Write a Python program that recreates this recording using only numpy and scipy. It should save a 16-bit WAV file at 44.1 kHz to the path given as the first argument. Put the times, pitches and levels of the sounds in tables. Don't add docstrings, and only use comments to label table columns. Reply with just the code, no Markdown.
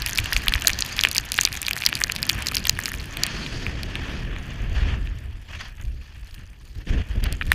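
import sys
import numpy as np
from scipy import signal
from scipy.fft import rfft, irfft, next_fast_len
from scipy.io import wavfile
from scipy.ndimage import uniform_filter1d, map_coordinates

SR = 44100
rng = np.random.default_rng(int(sys.argv[2]) if len(sys.argv) > 2 else 0)


def materialize(psi):
    bounded = np.clip(np.atleast_2d(psi).T, -1, 1)
    quanta = np.round(bounded * 32767).astype(np.int16)
    wavfile.write(sys.argv[1], SR, quanta)


N = 332514
STEADY_TOP_HZ, TOP_HZ = 15400, 16480


def amp(db):
    return 10 ** (np.asarray(db) / 20)


def unit(x):
    return x / np.sqrt(np.mean(x ** 2) + 1e-20)


def wobble(rate_hz):
    knots = rng.standard_normal(int(N * rate_hz / SR) + 4)
    return map_coordinates(knots, [np.arange(N) * rate_hz / SR])


def curves(rows):
    knot_s, *columns = np.transpose(rows)
    return [np.interp(np.arange(N) / SR, knot_s, column) for column in columns]


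def filtered(x, response):
    length = x.shape[-1]
    m = next_fast_len(length + 8192)
    spectrum = rfft(x, m) * response(np.fft.rfftfreq(m, 1 / SR))
    return irfft(spectrum, m)[..., :length]


def below(top_hz):
    return lambda f: np.clip((top_hz - f) / 150, 0, 1) ** 2


def rush(spectrum, patchy_db):
    z = signal.stft(rng.standard_normal(N), nperseg=512)[2]
    patches = uniform_filter1d(rng.standard_normal(z.shape), size=8, axis=0)
    patches = uniform_filter1d(patches, size=6, axis=1)
    noise = signal.istft(z * amp(patchy_db * unit(patches)), nperseg=512)[1][:N]
    hz, db = np.transpose(spectrum)

    def colour(f):
        return amp(np.interp(np.log(f + 1), np.log(hz + 1), db, left=-120, right=-120))

    return unit(filtered(noise, colour))


def wind():
    # f/Hz, relative density/dB
    thump_spectrum = [(15, -7.5), (30, -2), (55, -1), (85, -4.5), (140, -20.5)]
    flutter_spectrum = [(60, -60), (110, -0.5), (330, -12.5), (700, -25), (1200, -63)]
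    roar_spectrum = [(450, -11), (650, -3), (1450, 0), (1760, 6.5), (2100, 0.5), (2550, 3), (3300, 0.5),
                     (3900, -14.5)]
    hiss_spectrum = [(3200, -7.5), (3900, -5), (4550, -0.5), (5600, -7), (6500, -8), (7600, -18.5),
                     (13000, -28.5)]
    song_spectrum = [(1900, -16), (2600, -5), (3500, -13.5)]
    # t/s, thump/dB, steady flutter/dB, roar/dB, hiss/dB (before wander)
    lulls = [(0.0, -34, -42, -37.5, -44.5), (0.9, -38.5, -41, -38, -45.5), (1.55, -40.5, -47, -41.5, -48),
             (2.3, -38.5, -38.5, -39, -48.5), (3.08, -34.5, -41, -43.5, -54), (3.24, -35, -36.5, -34, -42),
             (3.6, -32, -34.5, -38.5, -44), (4.1, -32.5, -36.5, -40, -50),
             (4.6, -32.5, -39.5, -42.5, -55.5), (5.0, -25, -41, -47, -61.5), (5.4, -35, -82, -54.5, -63.5),
             (6.1, -40.5, -66, -53, -64), (6.72, -40, -59.5, -59.5, -68.5),
             (7.1, -31.5, -50.5, -50.5, -67.5), (7.54, -26.5, -39, -52, -54)]
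    turned_s = 5.1
    flutter_share = 0.47
    shake_under_thump_db = 18
    hiss_wander_db = 3

    t = np.arange(N) / SR
    thump_db, steady_db, roar_db, hiss_db = curves(lulls)
    port_db, case_db = gusts()
    thump_db = thump_db + port_db
    roar_db = roar_db + case_db
    shaken_db = thump_db - shake_under_thump_db + flutter_share * case_db
    flutter_gain = np.hypot(amp(steady_db), amp(shaken_db))
    hiss_share = 1 - 0.17 * (t > turned_s)
    hiss_db = hiss_db + hiss_share * case_db + hiss_wander_db * wobble(6.9)

    eddies = wobble(15)
    thump = unit(amp(2 * eddies) * rush(thump_spectrum, patchy_db=0.5))
    flutter = unit(amp(eddies + wobble(50)) * rush(flutter_spectrum, patchy_db=1))

    turned = np.clip(t - turned_s, 0, 0.5) * 2
    throb = amp(1.1 * (thump + wobble(45)) + 2.6 * turned * wobble(110))
    roar = unit(throb * rush(roar_spectrum, patchy_db=1.35))
    hiss = unit(throb * rush(hiss_spectrum, patchy_db=2.0))
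    song = unit(throb * rush(song_spectrum, patchy_db=3))
    roar = roar + amp(-11.0) * turned * song

    at_port = buffets() + amp(thump_db) * thump + flutter_gain * flutter
    return at_port + amp(roar_db) * roar + amp(hiss_db) * hiss


def sleet(count):
    # t/s, level/dB
    strength = [(0.0, -50), (2.23, -51.5), (3.0, -54), (3.32, -70.5), (4.23, -68), (5.11, -71.5),
                (5.79, -67.5), (5.95, -72.5), (6.35, -65.5), (6.6, -70.5), (7.24, -70), (7.54, -61)]
    dullest_hz = 2200
    sleet_db, = curves(strength)
    facing = (sleet_db + 70.5) / 20
    flurries_db = 3 * wobble(12)

    hit_s = rng.uniform(0, N / SR, count)
    at = (hit_s * SR).astype(int)
    size = np.minimum(rng.exponential(size=count), 2.8)
    place, hardness = rng.standard_normal((2, count))
    peak_db = (sleet_db + flurries_db)[at] + 23.5 + (2.12 + 2.33 * facing[at]) * size
    centre_hz = np.maximum(3300 * amp(4.57 * place), dullest_hz)
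    grains = strike(hit_s, peak_db, centre_hz, -8 + 7 * hardness, scatter_db=7.0)

    powder = rush([(4000, -25), (7000, 0), (STEADY_TOP_HZ, -4)], patchy_db=5.5)
    return grains + amp(-70.5 + 8.0 * facing + flurries_db) * powder


def strike(hit_s, peak_db, centre_hz, treble_db, scatter_db):
    # f/Hz, level/dB, t60/s
    case = [(676, -12.5, 0.057), (1274, -1.5, 0.014), (1820, 4.5, 0.0063), (2440, 0, 0.0083),
            (2766, 6.5, 0.0043), (3280, 10, 0.0031), (4284, 6.5, 0.0057), (4680, 9, 0.0053),
            (5010, 10, 0.003), (6090, 9.5, 0.0059), (6590, 17, 0.0041)]
    hz, mode_db, t60_s = np.transpose(case)
    t = np.arange(SR // 60) / SR
    centre_hz = centre_hz[:, None]
    luck = rng.standard_normal((len(hit_s), 2, len(hz)))

    off_centre_octaves = np.log2(hz / centre_hz)
    gains = amp(mode_db + scatter_db * luck[:, 0] - 32 * off_centre_octaves ** 2)
    phase = luck[:, 1] / 2
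    fade = amp(-60 * t / t60_s[:, None])
    angle = 2 * np.pi * hz[:, None] * t
    ring = (gains * np.cos(phase)) @ (fade * np.sin(angle))
    ring += (gains * np.sin(phase)) @ (fade * np.cos(angle))
    ring *= 1 - np.exp(-(t * centre_hz) ** 2)

    crack = rng.standard_normal(ring.shape) * amp(-60 * t / 0.0038)
    crack_band = signal.butter(1, [6500, 14000], "band", fs=SR, output="sos")
    crack = signal.sosfilt(crack_band, crack)

    def norm(v):
        return np.linalg.norm(v, axis=1, keepdims=True)

    tick = ring / norm(ring) + amp(treble_db)[:, None] * crack / norm(crack)
    tick *= amp(peak_db)[:, None] / np.abs(tick).max(axis=1, keepdims=True)
    at = np.round(hit_s * SR).astype(int)[:, None] + np.arange(len(t))
    return np.bincount(at.ravel(), tick.ravel(), N)[:N]


def pellets(count):
    # t/s, peak/dB (before band limit and limiter), ring centre f/Hz, shatter over ring/dB
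    hits = [(0.0205, -10, 3650, -7), (0.0625, -7.5, 2950, 3.5), (0.158, -12, 3870, -7),
            (0.1751, -8.5, 4030, -12), (0.1838, -5, 2980, -3.5), (0.1877, -0.5, 2670, -20),
            (0.3246, -10, 2030, -28), (0.331, -4, 3730, -6), (0.365, -2.5, 2950, -14),
            (0.4705, -14, 1900, -21), (0.4826, 5, 3160, -12), (0.522, -12, 1900, -18),
            (0.538, -1, 3350, -16), (0.5538, -10, 1990, -35), (0.5788, -19, 2020, -24),
            (0.6482, -14, 2100, -23), (0.6502, -29, 690, -35), (0.6717, 8, 4530, -7),
            (0.6811, 1.5, 4100, 9.5), (0.695, -9, 2210, -19), (0.7018, -9, 2340, -15),
            (0.7327, -9, 4400, -18), (0.7895, -7.5, 5020, -11), (0.807, -6.5, 5860, -3),
            (0.8224, -2, 3980, -26), (0.9912, -1.5, 3270, -30), (1.0108, -5, 4600, -12.5),
            (1.0367, -0.5, 2820, -10.5), (1.044, -15.5, 2350, -15), (1.0497, 4, 2430, -31),
            (1.071, -16, 2400, -16), (1.087, -13, 6500, 2), (1.114, -10, 4620, -4), (1.1491, -10, 5500, -7),
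            (1.1543, -13, 3480, 2), (1.1596, -10, 2560, -25.5), (1.1661, -6.5, 4170, -2),
            (1.1812, 3, 4700, -12), (1.3194, -5, 4100, -1.5), (1.342, -11, 3320, -6),
            (1.3878, -0.5, 2460, -34), (1.4113, -1, 5700, -5.5), (1.4513, 3, 4400, -11),
            (1.4741, -10, 2700, -26), (1.6173, -10, 3700, 12), (1.629, -11.5, 2820, -2.5),
            (1.6659, -7, 4110, -17), (1.683, -5, 2870, -9), (1.71, -4.5, 2530, -9),
            (1.7322, -9.5, 3840, -8.5), (1.821, -9.5, 2990, -21), (1.8525, -10, 5240, -11),
            (1.8633, 8, 4240, -10.5), (1.8897, -12.5, 2100, -4), (1.9277, -6.5, 2520, -24),
            (1.9533, -6.5, 4170, -7), (2.0158, -8, 1860, -17), (2.038, 1, 4840, -16.5),
            (2.0977, -8.5, 2350, -33), (2.1204, -6, 3900, -2), (2.1624, -9, 3800, -11),
            (2.2288, -3.5, 3720, -8.5), (2.2924, -4.5, 5030, -6), (2.2964, 1, 3700, -9),
            (2.423, -14, 2970, -2), (2.469, -6.5, 4450, -10), (2.4853, -8, 4540, -11),
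            (2.5472, -7.5, 4400, -16), (2.5536, -7, 5010, 5), (2.5686, -2.5, 3830, -11),
            (2.653, -8.5, 2730, -13), (2.6699, -6, 3530, -3), (2.695, 6, 4630, -13.5),
            (2.7895, -11.5, 1810, -10), (2.8573, -5.5, 3740, -8), (2.881, -17, 1770, -5),
            (2.94, -16.5, 2000, -11), (3.1705, -13, 2720, -6), (3.2353, 0.5, 4900, -11),
            (3.2655, -11, 3230, 0.5), (3.4635, -16.5, 2600, -23), (3.6653, -14, 2130, -25),
            (3.8325, -14, 3420, -10), (3.9547, -11.5, 2740, -17.5), (4.363, -22.5, 1960, -34),
            (5.073, -23.5, 2570, -34), (7.24, -14, 3380, -2), (7.3259, -14.5, 3700, -0.5),
            (7.4124, -11.5, 1920, -41), (7.4216, -15.5, 2090, -29), (7.518, 1, 2260, -13.5),
            (7.5316, -18, 2550, -6)]
    hit_s, peak_db, centre_hz, treble_db = np.transpose(hits)
    whole = strike(hit_s, peak_db, centre_hz, treble_db, scatter_db=2.9)

    shape = (len(hit_s), count)
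    splinter_s = hit_s[:, None] + 0.0045 * rng.exponential(size=shape)
    splinter_db = peak_db[:, None] - 21 + 4 * rng.standard_normal(shape)
    ones = np.ones(splinter_s.size)
    splinters = strike(splinter_s.ravel(), splinter_db.ravel(), 2500 * ones, -20 * ones, scatter_db=5.5)
    return whole + splinters


def gusts():
    # start/s, length/s, rise at the port/dB, rise in the case/dB
    gust_rows = [(0.185, 0.043, 12.5, -0.5), (2.326, 0.11, 7, 4), (2.748, 0.025, 9, -1),
                 (4.005, 0.11, -0.5, 4.5), (4.599, 0.12, 10, 0), (4.742, 0.21, 6.5, 9.5),
                 (5.479, 0.08, 0, 12.5), (5.584, 0.083, -0.5, 11.5), (5.792, 0.0099, 6, 8),
                 (5.828, 0.18, 10.5, -5), (6.369, 0.061, 8, 3), (6.75, 0.057, 11.5, 3.5),
                 (6.862, 0.14, 16, 14.5), (7.081, 0.051, 4.5, 5), (7.147, 0.033, 12.5, 6),
                 (7.217, 0.1, 7, 13), (7.461, 0.067, -0.5, 6)]
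    attack_s, release_s = 0.01, 0.043
    start_s, length_s, *rises_db = np.transpose(gust_rows)
    age_s = np.arange(N) / SR - start_s[:, None]
    attack = age_s / attack_s
    release = 1 + (length_s[:, None] - age_s) / release_s
    return rises_db @ np.clip(np.minimum(attack, release), 0, 1)


def buffets():
    # start/s, peak/dB, swing f/Hz
    swings = [(0.344, -15.5, 38), (0.473, -17.5, 36.4), (0.548, -14.5, 56), (2.729, -21.5, 91)]
    start_s, peak_db, hz = np.transpose(swings)[..., None]
    progress = np.clip((np.arange(N) / SR - start_s) * hz / 1.5, 0, 1)
    arch = np.sin(np.pi * progress)
    return np.sum(amp(peak_db) * arch * np.sin(3 * np.pi * progress), axis=0)


def scene():
    steady = filtered(wind() + sleet(count=750), below(STEADY_TOP_HZ))
    cracks = filtered(pellets(count=2), lambda f: np.maximum(amp(-18.0), below(STEADY_TOP_HZ)(f)))
    return (steady + cracks)[None]


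def record(dry):
    clipped = dry / (1 + np.abs(dry) ** 8) ** (1 / 8)
    return filtered(clipped, below(TOP_HZ))


dry = scene()
out = record(dry)
materialize(out)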